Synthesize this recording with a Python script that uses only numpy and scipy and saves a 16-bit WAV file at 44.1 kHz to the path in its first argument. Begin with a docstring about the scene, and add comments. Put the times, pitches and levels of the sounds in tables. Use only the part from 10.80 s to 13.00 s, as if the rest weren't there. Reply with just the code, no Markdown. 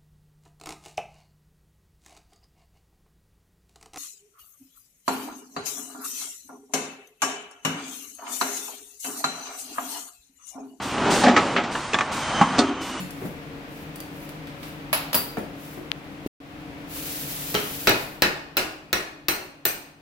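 """A workshop, at the steel table of a pneumatic cup filling machine that runs through one cycle.
The carriage slides with grainy friction and knocks the frame into ringing; latch pins click home.
Air rushes and whistles thinly through the cylinder, the press thuds down and a steel stop clanks.
Air valves hiss in turn over the drone of the shop."""
import sys
import numpy as np
from scipy import signal
from scipy.fft import rfft, irfft
from scipy.io import wavfile
from scipy.ndimage import uniform_filter1d

SR = 44100
rng = np.random.default_rng(int(sys.argv[2]) if len(sys.argv) > 2 else 0)


def int16_out(signal):
    """Quantize to a 16-bit WAV file."""
    q = np.round(np.clip(np.atleast_2d(signal).T, -1, 1) * 32767)
    wavfile.write(sys.argv[1], SR, q.astype(np.int16))


N = 97020
T = np.arange(N) / SR


def undb(db):
    """Decibels to gain."""
    return 10 ** (np.asarray(db) / 20)


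def curve(rows, col=1):
    """One column of a time table, linearly interpolated."""
    rows = np.array(rows)
    return np.interp(T, rows[:, 0], rows[:, col])


def colour(x, points):
    """Minimum-phase filter from (f/Hz, gain/dB) points; attacks stay sharp."""
    hz, db = np.array(points).T
    bins_hz = np.arange(N + 1) * SR / (2 * N)
    gain = undb(np.interp(np.log(bins_hz + 1), np.log(hz), db))
    cepstrum = irfft(np.log(gain))
    cepstrum[1:N] *= 2
    cepstrum[N + 1:] = 0
    return irfft(rfft(x, 2 * N) * np.exp(rfft(cepstrum)))[:N]


def noise(spectrum, grain_db=0):
    """Coloured noise, rms 1; grain makes it a crowd of tiny uneven impacts."""
    size = np.minimum(rng.exponential(size=N), 4.5)
    x = colour(rng.standard_normal(N) * undb(grain_db * size), spectrum)
    return x / x.std()


def drift(rate_hz):
    """Smooth random signal, spread near 1."""
    step = max(int(SR / rate_hz), 1)
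    held = rng.standard_normal(N)[np.arange(N) // step]
    return 1.3 * uniform_filter1d(uniform_filter1d(held, step), step)


def fade(t60_s):
    """Exponential decay."""
    return np.exp(-np.log(1000) * T / max(t60_s, 1e-3))


def at(x, start_s):
    """Delay x to start_s."""
    return np.concatenate([np.zeros(int(start_s * SR)), x])[:N]


def ring(modes, contact_s=0.00021):
    """Decaying modes of a struck part, built up over the contact."""
    build = 1 - np.exp(-T / contact_s)
    return build * sum((-1) ** k * undb(db) * fade(t60_s) * np.sin(2 * np.pi * hz * T)
                       for k, (hz, db, t60_s) in enumerate(modes))


def strike(blows, modes, spectrum, crack_db, crack_t60_s, room_db, room_t60_s, rattle_db=1.5):
    """A heavy part lands and bounces: unevenly rattling modes, short crack, diffuse tail."""
    body = ring(modes)
    envelope = undb(crack_db) * fade(crack_t60_s) + undb(room_db) * fade(room_t60_s)
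    out = 0
    for start_s, db in blows:
        rattle = undb(rattle_db * (2 - fade(room_t60_s)) * drift(90))
        out += undb(db) * at(body * rattle + envelope * noise(spectrum), start_s)
    return out


PRESS_LANDINGS = [(1.612, -7.2), (1.618, -13), (1.632, -22)]  # landing and rebounds [t/s, level/dB]
PRESS_MODES = [(160, -17, 0.13), (223, -8.5, 0.18), (278, -10.5, 0.11), (805, -3.5, 0.065),
               (916, -8, 0.064), (1096, -12.5, 0.29), (1237, -4, 0.13)]  # resonances [f/Hz, level/dB, t60/s]
PRESS_SPECTRUM = [(70, -16), (200, 17), (420, -11.5), (950, 9), (1600, -3), (2600, -10), (4200, -22),
                  (9000, -29), (14000, -95)]  # impact noise [f/Hz, level/dB]


def press():
    """The press thuds down and rebounds twice."""
    return strike(PRESS_LANDINGS, PRESS_MODES, PRESS_SPECTRUM,
                  crack_db=-5.5, crack_t60_s=0.063, room_db=-10.5, room_t60_s=0.35)


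STOP_HITS = [(1.789, -13.5), (1.7927, -33.5)]  # blow and bounce [t/s, level/dB]
STOP_MODES = [(230.6, -5, 0.16), (273, -7.5, 0.66), (318, -10.5, 0.64), (392, -10, 0.67), (723, -13.5, 0.6),
              (1277, -7, 0.25), (1470, -14.5, 0.23), (3570, -5, 0.082), (4350, -2.5, 0.07),
              (5060, -10, 0.055)]  # resonances [f/Hz, level/dB, t60/s]
STOP_SPECTRUM = [(40, -39), (280, 14.5), (600, 9), (1500, -4), (2400, -5.5), (4000, -1), (6800, -9),
                 (9000, -13), (14000, -75)]  # impact noise [f/Hz, level/dB]


def steel_stop():
    """The struck stop clanks; its low modes ring on."""
    return strike(STOP_HITS, STOP_MODES, STOP_SPECTRUM,
                  crack_db=-2, crack_t60_s=0.098, room_db=-12.5, room_t60_s=0.14)


# frame contacts from the carriage, and at 1.783 s from the stop grazing it [t/s, bass/dB, middle/dB, treble/dB,
# top/dB, resonance f/Hz, lift/dB]
FRAME_CONTACTS = [(.437, -14, -16, -21, -20, 710, 11.5), (.449, -26.5, -18, -30, -36, 590, 13.5),
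                  (.461, -29, -27, -25.5, -34, 1670, 16), (.469, -10.5, -24, -32, -33, 778, 18),
                  (.481, -26, -21, -18, -25, 550, 12), (.492, -12.5, -22.5, -28, -38, 215, 7),
                  (.51, -23.5, -27.5, -36, -36, 710, 12), (0.564, -26, -14, -15, -22.5, 2070, 6.5),
                  (.57, -14.5, -17, -25.5, -24.5, 1250, 10), (.591, -45, -32, -35, -39, 1240, 9),
                  (.763, -25.5, -24, -12, -32.5, 394, 17), (0.78, -24.5, -23.5, -22.5, -41, 694, 10),
                  (.837, -30.5, -41, -30.5, -36, 162, 12), (1.783, -19, -22, -26.5, -21, 290, 14.5),
                  (1.887, -28, -34, -45, -56, 289, 17.5)]
BAND_CENTRES_HZ = [230, 850, 2400, 6000]  # bass, middle, treble, top [f/Hz]
FRAME_MODES = [(243.9, 0, 0.14), (558.6, -3.5, 0.097), (720, -8.5, 0.18), (829.6, -7, 0.17),
               (1137, -10.5, 0.23), (1281, -5, 0.16), (1720, -13, 0.15), (1921, -9.5, 0.15),
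               (2930, -10.5, 0.099)]  # resonances [f/Hz, level/dB, t60/s]
SHEET_SPECTRUM = [(110, -30), (250, -0.5), (420, 0), (650, -0.5), (1100, 1.5), (3500, -3), (6000, -6.5),
                  (8500, -17), (14000, -81)]  # dense ring of the frame's sheets [f/Hz, level/dB]


def frame_knocks(sheet_t60_s=0.13, room_db=-17, room_t60_s=0.32, attack_s=0.00032, peak_oct=0.21):
    """The carriage jolts the frame and the stop grazes it; each contact weights four bands and lifts one
    resonance."""
    body = ring(FRAME_MODES)
    attack = 1 - np.exp(-T / attack_s)
    envelope = attack * (fade(sheet_t60_s) + undb(room_db) * fade(room_t60_s))
    hz = np.geomspace(40, 16000, 400)
    out = 0
    for start_s, *bands_db, peak_hz, lift_db in FRAME_CONTACTS:
        weight_db = np.interp(np.log(hz), np.log(BAND_CENTRES_HZ), bands_db)
        weight_db += lift_db / (1 + (np.log2(hz / peak_hz) / peak_oct) ** 2)
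        knock = body + envelope * noise(SHEET_SPECTRUM)
        out += at(colour(knock, list(zip(hz, weight_db))), start_s)
    return colour(out, [(80, -12), (190, 0)])  # bass cut


# pin impacts [t/s, level/dB, tilt/(dB/oct), tail/dB, seat f/Hz, ping f/Hz, ping/dB]
LATCH_CLICKS = [(.952, -27, -5.5, -8, 887, 2850, 3.5), (1.1333, -21.5, 6, -7.5, 436, 2570, 6.5),
                (1.143, -15.5, 0.5, -9.5, 1650, 3450, 3), (1.1871, -18.5, 1.5, -7.5, 1060, 2510, 4),
                (1.2082, -17.5, -0.5, -11, 1220, 2460, 1.5)]
LATCH_MODES = [(746, -13, 0.24), (864, -11, .16), (1152, -5.5, 0.19), (1780, -6, 0.17)]  # resonances [f/Hz, level/dB, t60/s]
LATCH_SPECTRUM = [(100, -21), (500, -4), (1500, 8), (3000, -0.5), (4800, -14.5), (6400, -11), (8500, -21),
                  (12000, -74)]  # impact noise [f/Hz, level/dB]


def latches(crack_db=-0.5, crack_t60_s=0.065, tail_t60_s=0.19, pivot_hz=2000,
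            seat_db=1, seat_t60_s=0.047, ping_t60_s=0.023):
    """Each pin pings at its own pitch and knocks its seat; a dull tail lingers in the carriage."""
    body = ring(LATCH_MODES)
    out = 0
    for start_s, db, tilt_db, tail_db, seat_hz, ping_hz, ping_db in LATCH_CLICKS:
        crack = undb(crack_db) * fade(crack_t60_s) * noise(LATCH_SPECTRUM)
        tail = undb(tail_db) * fade(tail_t60_s) * noise(CARRIAGE_SPECTRUM)
        click = colour(body + crack + tail, [(pivot_hz / 2, -tilt_db), (pivot_hz * 2, tilt_db)])
        pin = ring([(seat_hz, seat_db, seat_t60_s), (ping_hz, ping_db, ping_t60_s)])
        out += undb(db) * at(pin + click, start_s)
    return out


SLIDE_DB = [(0, -79), (.16, -35), (.21, -28.5), (.26, -20.5), (.325, -17), (.385, -25), (.47, -20.5),
            (.68, -26.5), (.88, -33), (.98, -37.5), (1.2, -66)]  # friction envelope [t/s, level/dB]
CARRIAGE_SPECTRUM = [(30, -39.5), (100, -8.5), (170, -1.5), (240, 3), (520, -2), (850, -2.5), (1500, -10),
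                     (7500, -29), (14000, -103)]  # carriage body noise [f/Hz, level/dB]


def carriage(judder_db=0.73):
    """Grainy, juddering friction of the sliding carriage."""
    envelope = undb(curve(SLIDE_DB) + judder_db * drift(71.1))
    return envelope * noise(CARRIAGE_SPECTRUM, grain_db=3.0)


RUSH_DB = [(1.2, -33), (1.36, -30), (1.5, -28), (1.605, -23.5), (1.64, -33), (1.78, -25), (1.95, -36.5),
           (2.2, -44.5)]  # cylinder airflow envelope [t/s, level/dB]
RUSH_SPECTRUM = [(30, -15.5), (70, 1), (220, 5.5), (420, -1.5), (800, 6.5), (1200, 5.5), (1800, -1),
                 (5000, -14), (8500, -24), (14000, -112)]  # airflow noise [f/Hz, level/dB]
THROTTLE_TONE = [(1.3, 3180, -61), (1.45, 3108, -39.5), (1.51, 3085, -35.5), (1.6, 3090, -37),
                 (1.66, 3080, -40), (1.75, 3140, -42.5), (1.92, 3135, -48), (2.06, 2953, -44.5),
                 (2.2, 2930, -40.5)]  # whistle [t/s, f/Hz, level/dB]


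def cylinder(waver=0.0137, wander=0.006, flutter_db=4, octave_db=-9):
    """Air rushes through the press cylinder and whistles raggedly in its throttle."""
    pitch_hz = curve(THROTTLE_TONE) * (1 + waver * drift(600) + wander * drift(45))
    phase = 2 * np.pi * np.cumsum(pitch_hz) / SR
    envelope = undb(curve(THROTTLE_TONE, 2) + flutter_db * drift(110))
    whistle = envelope * (np.sin(phase) + undb(octave_db) * np.sin(2 * phase))
    return whistle + undb(curve(RUSH_DB)) * noise(RUSH_SPECTRUM)


def puff(start_s, hold_s, release_s, attack_s=0.019, sag_db_per_s=25):
    """Valve flow envelope: quick rise, sag as the pressure falls, release."""
    age_s = np.maximum(T - start_s, 0)
    rise = np.minimum(age_s / attack_s, 1) ** 2
    release = np.exp(-np.maximum(age_s - hold_s, 0) / release_s)
    return rise * undb(-sag_db_per_s * age_s) * release


VALVE_OPENINGS = [(.005, 0.33, -36, -49.5), (.293, 0.14, -25, -41.5), (0.587, 0.16, -39, -81),
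                  (0.901, 0.36, -36.5, -57), (1.306, 0.58, -33, -49), (1.999, .27, -37, -48)]  # air bursts [t/s, hold/s, hiss/dB, sizzle/dB]
HISS_SPECTRUM = [(300, 1.5), (3500, 2.5), (8000, -2), (9600, -4), (10800, -33), (14000, -67)]  # open-valve noise [f/Hz, level/dB]
SIZZLE_SPECTRUM = [(6000, -15), (10000, -3), (14000, 4.5)]  # full-pressure noise [f/Hz, level/dB]


def valves():
    """Each valve sizzles at full pressure, then hisses on more dully until it shuts."""
    hiss = sizzle = 0
    for start_s, hold_s, hiss_db, sizzle_db in VALVE_OPENINGS:
        hiss += undb(hiss_db) * puff(start_s, hold_s, release_s=0.04)
        sizzle += undb(sizzle_db) * puff(start_s, hold_s=0.12, release_s=0.0083)
    return hiss * noise(HISS_SPECTRUM) + sizzle * noise(SIZZLE_SPECTRUM)


SHOP_SPECTRUM = [(20, -30), (45, -2), (100, -5), (170, -5), (250, 8.5), (450, -2), (750, -3), (1150, 1),
                 (1800, -9), (3000, -8.5), (5000, -28), (8000, -32.5), (14000, -102)]  # background drone [f/Hz, level/dB]


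def workshop(level_db=-35, flutter_db=3.55):
    """Continuous, faintly rattling drone of the shop."""
    return undb(level_db + flutter_db * drift(8.57)) * noise(SHOP_SPECTRUM, grain_db=4.0)


def cycle():
    """Mono sum of all sources, with fresh noise per call."""
    impacts = press() + steel_stop() + frame_knocks() + latches()
    return impacts + carriage() + cylinder() + valves() + workshop()


SIDE_GAIN_DB = [(40, -7), (160, -25), (350, -20.5), (700, -18.5), (1400, -16), (2800, -16), (5600, -7),
                (11000, -9)]  # stereo side relative to mid [f/Hz, level/dB]


def scene(scatter_t60_s=0.0077, balance_db=-0.11):
    """All parts sit ahead; unrelated reflections from nearby steel widen the treble."""
    mid = cycle()
    scatter = rng.standard_normal(N) * fade(scatter_t60_s)
    reflections = signal.fftconvolve(cycle(), scatter / np.linalg.norm(scatter))[:N]
    side = colour(reflections, SIDE_GAIN_DB)
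    return np.array([(mid + side) * undb(balance_db), (mid - side) * undb(-balance_db)])


def record(dry):
    """Steep low-pass on the top treble."""
    cutoff_hz = 14500
    return signal.sosfilt(signal.ellip(8, 0.2, 70, cutoff_hz, fs=SR, output="sos"), dry)


dry = scene()
out = record(dry)
int16_out(out)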